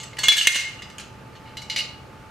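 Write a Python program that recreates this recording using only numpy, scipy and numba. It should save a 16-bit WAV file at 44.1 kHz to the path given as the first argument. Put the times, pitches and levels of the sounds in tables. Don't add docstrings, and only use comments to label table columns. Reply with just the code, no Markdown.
import sys
import numpy as np
from scipy import signal
from scipy.fft import rfft, irfft
from scipy.io import wavfile
from scipy.ndimage import uniform_filter1d
from numba import njit

SR = 44100
rng = np.random.default_rng(int(sys.argv[2]) if len(sys.argv) > 2 else 0)


def master(y):
    cut = np.clip(np.atleast_2d(y).T, -1, 1)
    pcm = np.round(cut * 32767)
    wavfile.write(sys.argv[1], SR, pcm.astype(np.int16))


N = 101429

# t/s, crack/dB, shimmer/dB, ring/dB, favoured f/Hz, its lift/dB,
# share of ring time left by the hand, tilt/(dB/octave), chatter/s
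HOUSING_BLOWS = [(.001, -46, -42, -43.5, 6944, 10.5, 0.42, 3, 0.019),
                 (.0318, -30.5, -41, -57, 7750, 17, 0.67, 0.5, 0.009),
                 (.1316, -42, -52, -54.5, 2133, 13.5, 0.16, -7, .002),
                 (.1695, -34, -44.5, -66, 4380, 3, .5, -3, 0.00057),
                 (.185, -28, -34, -42.5, 1690, 16, 0.95, -7, 0.0055),
                 (.1895, -28, -33, -47.5, 4400, 21.5, 0.84, 7.5, 0.0021),
                 (.2335, -30, -27, -34.5, 2981, 15, 0.62, 4, 0.0068),
                 (.2375, -27, -24, -29, 2133, 5, 1, -3, 0.011),
                 (.2843, -2, -13.5, -18.5, 3409, 23, 0.43, 2.5, .003),
                 (.2885, -18, -12.5, -20, 3990, 28.5, 0.6, 1.5, 0.0033),
                 (.3195, -11.5, -15, -20, 2291, 22, 0.33, 2.5, 0.01),
                 (.3681, -10, -17, -24, 1690, 11.5, 0.62, 5.5, 0.013),
                 (.381, -31, -28.5, -20.5, 3004, 14.5, 0.51, 14, 0.013),
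                 (.412, -30, -18, -29, 2840, 18, 0.24, 1.5, .02),
                 (.453, -30, -27, -32, 3409, 1, .7, -9, 0.0073),
                 (.4713, 3.5, -22, -21, 6010, 7.5, 0.14, 2.5, .001),
                 (.4722, -4, -29, -9.5, 2603, 8, 0.2, 0, 0.0009),
                 (.473, -1, -23, -17, 2133, 19, 0.15, -1.5, .002),
                 (.5207, -27, -18.5, -37.5, 2133, 19, 0.35, 2.5, .01),
                 (.5462, -12, -17.5, -33.5, 2850, 17, 0.46, 2, 0.016),
                 (.5581, -7, -20, -41, 2133, 26.5, 0.26, 0, .012),
                 (.594, -19, -35, -34, 2133, 8, 0.41, 1.5, 0.024),
                 (.645, -44, -58, -45, 2133, 21.5, 0.43, -6, 0.024),
                 (.7915, -51, -55, -56, 2800, 20, 0.42, -5, 0.0073),
                 (.8206, -30.5, -40.5, -58.5, 3409, 11.5, .4, -2.5, .003),
                 (.9004, -42, -48.5, -63, 2133, 13, .4, 0.5, .001),
                 (.9827, -31.5, -38.5, -56.5, 6930, 15.5, 0.84, 1, 0.002),
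                 (.998, -30, -44.5, -64, 2870, -10, .6, 0.5, .015),
                 (1.3528, -46, -51.5, -76, 4380, 24, 0.62, -3.5, .006)]
PRESSER_BLOWS = [(1.455, -47, -50, -67, 2886, 4, 1, -14, .02), (1.4751, -52, -50, -63, 4160, 4, 1, -9, .02),
                 (1.5704, -33, -40, -39, 3990, 9.9, 0.51, 2.5, 0.0044),
                 (1.618, -36, -42, -53, 5940, 8, .6, 3, .01),
                 (1.6991, -28, -30, -33.5, 4160, 7.5, 0.86, 1, .002),
                 (1.7614, -16, -28.5, -32.5, 2910, 2.3, 1, -1, .004),
                 (1.7725, -22, -31, -47, 4730, 7.2, 0.67, -0.5, 0.0076),
                 (1.7834, -21.5, -29, -36, 2840, 3.6, 0.65, 1, .008),
                 (1.795, -27, -49, -64, 2145, 5, 0.45, 1, 0.0063),
                 (1.806, -40, -41, -35.5, 2900, 12.4, 0.12, -2, .004)]
# f/Hz, level/dB, T60/s
HOUSING_HZ = [1690, 2053, 2133, 2291, 2450, 2799, 2865, 2981, 3050, 3409, 3800, 3998, 4135, 4400, 6540,
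              6944, 7700, 9480]
HOUSING_DB = [-4, -19.5, 2, -7.5, -9.5, -2, 5.5, -3.5, -0.5, 1, -3.5, -16.5, -3.5, 0, 2.5, -8, 0.5, -14.5]
HOUSING_T60_S = [0.2, .33, 0.48, 0.26, 1, .33, 0.32, 0.16, .3, 0.44, 0.63, 0.32, .38, .18, .15, 0.66, 0.25,
                 .13]
PRESSER_HZ = [2145, 2520, 2840, 2886, 2928, 3045, 3420, 3835, 4010, 4160, 4486, 4813, 4967, 5980, 7130]
PRESSER_DB = [-2.5, -16, -5, 1, 2.5, -3, -5, -12, -3.5, -2, -16, -2, -6, -1.5, -11]
PRESSER_T60_S = [.3, 0.85, 0.42, 0.38, 0.23, 0.39, 0.5, .35, 0.31, 0.13, 0.6, 0.27, 0.18, 0.16, 0.19]
# f/Hz, width/Hz, lift/dB
HOUSING_CLUSTERS = [(1850, 190, 3), (2135, 260, 1), (2897, 340, 10.5), (3300, 37, -24), (4430, 1350, 1.5),
                    (6130, 320, 6.5), (7050, 130, 3), (9070, 840, 3.5)]
PRESSER_CLUSTERS = [(2250, 195, 9.5), (2880, 270, 14), (3150, 60, -6), (3770, 72, 8), (4240, 440, 8.5),
                    (4900, 200, 7), (5900, 340, 7), (7070, 150, 4)]
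# t/s, level/dB
KNOCKS = [(.188, -32), (.236, -28.5), (.2843, -10.5), (0.3203, -22), (0.371, -71), (0.471, -36),
          (1.7614, -36.5)]
# f/Hz, level/dB
CRACK_SPECTRUM = [(300, -48.5), (1100, -30.5), (1800, -0.5), (2700, -6.5), (4000, -13.5), (5200, -14),
                  (7500, -11.5), (10000, -17.5), (13500, -26), (15500, -65)]
SHIMMER_SPECTRUM = [(300, -27.5), (1200, -15.5), (1800, -6), (2900, -4.5), (4400, 0), (5400, -5),
                    (7500, -7), (10000, -20), (13500, -26), (15500, -37)]
KNOCK_SPECTRUM = [(120, -3), (300, -10), (650, 0), (1300, 7), (2500, -16.5)]
AIR_SPECTRUM = [(15, -42), (25, -20), (66, -7), (118, -4.5), (373, -15), (529, -14), (749, -19),
                (856, -15.5), (1000, -21.5), (1240, -16), (1810, -23.5), (2850, -26), (3540, -33),
                (4150, -32.5), (15000, -48.5)]
# f/Hz, level/dB
FAN_TONES = [(125, -53), (875.5, -53.5), (1203, -60)]

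GRATER_WIDTH = 0.27


def steel_blows(blows, mode_hz, mode_db, mode_t60_s, clusters, size=24576):
    out, t, hz = np.zeros((2, N)), np.arange(size) / SR, freqs(size)
    mode_hz, mode_db, mode_t60_s = np.array([mode_hz, mode_db, mode_t60_s], float)
    cluster_db = sum(db * bell(hz - centre_hz, span_hz) for centre_hz, span_hz, db in clusters)
    ripple_db, spacing_hz = 3, 29.67
    fine_db = ripple_db * np.interp(hz / spacing_hz, np.arange(2048), rng.standard_normal(2048))
    modes = np.exp(2j * np.pi * mode_hz[:, None] * t)
    width = GRATER_WIDTH * np.sqrt(np.clip(hz / 3000, .3, 4))
    for start_s, crack_db, shimmer_db, ring_db, favoured_hz, lift_db, t60_share, tilt, chatter_s in blows:
        colour_db = cluster_db + tilt * np.log2(np.maximum(hz, 1000) / 3000)
        lean_db = 0.74 * lift_db * bell(np.log2(hz / favoured_hz), span=0.027)
        contact = noise(curve(hz, CRACK_SPECTRUM) + colour_db + lean_db, width, size)
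        crack = undb(crack_db) * contact * fade(t, t60_s=0.032)
        sheet = noise(curve(hz, SHIMMER_SPECTRUM) + colour_db + fine_db, width, size)
        shimmer = undb(shimmer_db) * octave_decay(sheet, t60_s=0.34, damping=0.37)
        add(out, start_s, signal.fftconvolve(crack + shimmer, chatter(chatter_s), axes=1))

        favour_db = lift_db * bell(np.log2(mode_hz / favoured_hz), span=0.052)
        gain = undb(ring_db + mode_db + favour_db)
        phase_rad = 2 * np.pi * rng.random(len(mode_hz))
        stereo_rad = 0.124 * rng.standard_normal((2, len(mode_hz)))
        excitation = gain * np.exp(1j * (phase_rad + stereo_rad))
        damped_modes = modes * fade(t, t60_share * mode_t60_s[:, None])
        add(out, start_s, (excitation @ damped_modes).imag)
    return out


def chatter(length_s, bounces=32, reference_s=0.0068):
    train = np.zeros(int(length_s * SR) + 2)
    train[0] = 1
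    bounce_at = 1 + (rng.random(bounces) * (len(train) - 1)).astype(int)
    train[bounce_at] = 0.21 * np.sqrt(length_s / reference_s) * rng.standard_normal(bounces)
    return train[None] / np.linalg.norm(train)


def body_knocks(size=8192):
    out = np.zeros((2, N))
    spectrum_db = curve(freqs(size), KNOCK_SPECTRUM)
    decay = fade(np.arange(size) / SR, t60_s=0.032)
    for start_s, db in KNOCKS:
        add(out, start_s, undb(db) * noise(spectrum_db, GRATER_WIDTH, size) * decay)
    return out


def room(x, level_db=-9.5, build_s=0.016, size=32768):
    tail = octave_decay(noise(0, width=0.67, size=size), t60_s=0.44, damping=0.16)
    tail *= np.minimum(np.arange(size) / SR / build_s, 1)
    tail /= np.sqrt(np.sum(tail ** 2) / 2)
    return undb(level_db) * signal.fftconvolve(x, tail, axes=1)[:, :N]


def ventilation(air_db=-44, waver_hz=7, waver_depth=0.27, drift_rad=0.54):
    t, hz = np.arange(N) / SR, freqs(N)
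    air_width = 0.31 * np.clip(hz / 200, .6, 1.6)
    out = undb(air_db) * noise(curve(hz, AIR_SPECTRUM), air_width, N)
    lowpass_db = -20 * np.log10(1 + (hz / waver_hz) ** 2)
    for tone_hz, db in FAN_TONES:
        swell, drift = noise(lowpass_db, width=0.79, size=N)
        tone = np.sqrt(2) * np.sin(2 * np.pi * tone_hz * t + drift_rad * drift)
        out += undb(db) * (1 + waver_depth * swell) * tone
    return out


def undb(db):
    return 10 ** (np.asarray(db) / 20)


def bell(offset, span):
    return np.exp(-(offset / span) ** 2)


def fade(t, t60_s):
    return np.exp(-np.log(1000) * t / t60_s)


def freqs(size):
    return np.maximum(np.arange(size // 2 + 1) * SR / size, 1)


def curve(hz, points):
    point_hz, db = np.array(points, float).T
    return np.interp(np.log(hz), np.log(point_hz), db)


def noise(spectrum_db, width, size):
    mid, side = rfft(rng.standard_normal((2, size)))
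    stereo = mid + np.array([[1], [-1]]) * width * side
    x = irfft(stereo * undb(spectrum_db), size)
    return x / np.sqrt(np.mean(x ** 2))


def octave_decay(x, t60_s, damping):
    size = x.shape[-1]
    t, spectrum = np.arange(size) / SR, rfft(x)
    octave = np.clip(np.log2(freqs(size) / 3000), -1, 2)
    out = np.zeros_like(x)
    for k in range(-1, 3):
        band = irfft(spectrum * np.maximum(1 - abs(octave - k), 0), size)
        out += band * fade(t, t60_s * 2 ** (-damping * k))
    return out


def add(out, start_s, x):
    i = int(start_s * SR)
    out[:, i:i + x.shape[1]] += x[:, :N - i]


@njit
def follow(x, attack_s, release_s):
    out, level = np.empty(len(x)), 0.
    for i in range(len(x)):
        level += (x[i] - level) / (SR * (attack_s if x[i] > level else release_s))
        out[i] = level
    return out


def scene(pan_db=0.45):
    housing = steel_blows(HOUSING_BLOWS, HOUSING_HZ, HOUSING_DB, HOUSING_T60_S, HOUSING_CLUSTERS)
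    presser = steel_blows(PRESSER_BLOWS, PRESSER_HZ, PRESSER_DB, PRESSER_T60_S, PRESSER_CLUSTERS)
    grater = housing + presser + body_knocks()
    return (grater + room(grater) + ventilation()) * undb([[-pan_db], [pan_db]])


def record(dry):
    threshold_db, slope, ahead_s, cutoff_hz = -13.5, 0.64, 0.002, 15200
    ahead = int(ahead_s * SR)
    peak = np.roll(abs(dry).max(axis=0), -ahead)
    envelope = follow(peak, attack_s=0.0027, release_s=0.12)
    excess = np.maximum(envelope / undb(threshold_db), 1)
    gain = uniform_filter1d(excess ** -slope, ahead)
    lowpass = signal.ellip(8, .2, 70, cutoff_hz, fs=SR, output="sos")
    return signal.sosfilt(lowpass, np.clip(dry * gain, -1, 1))


dry = scene()
out = record(dry)
master(out)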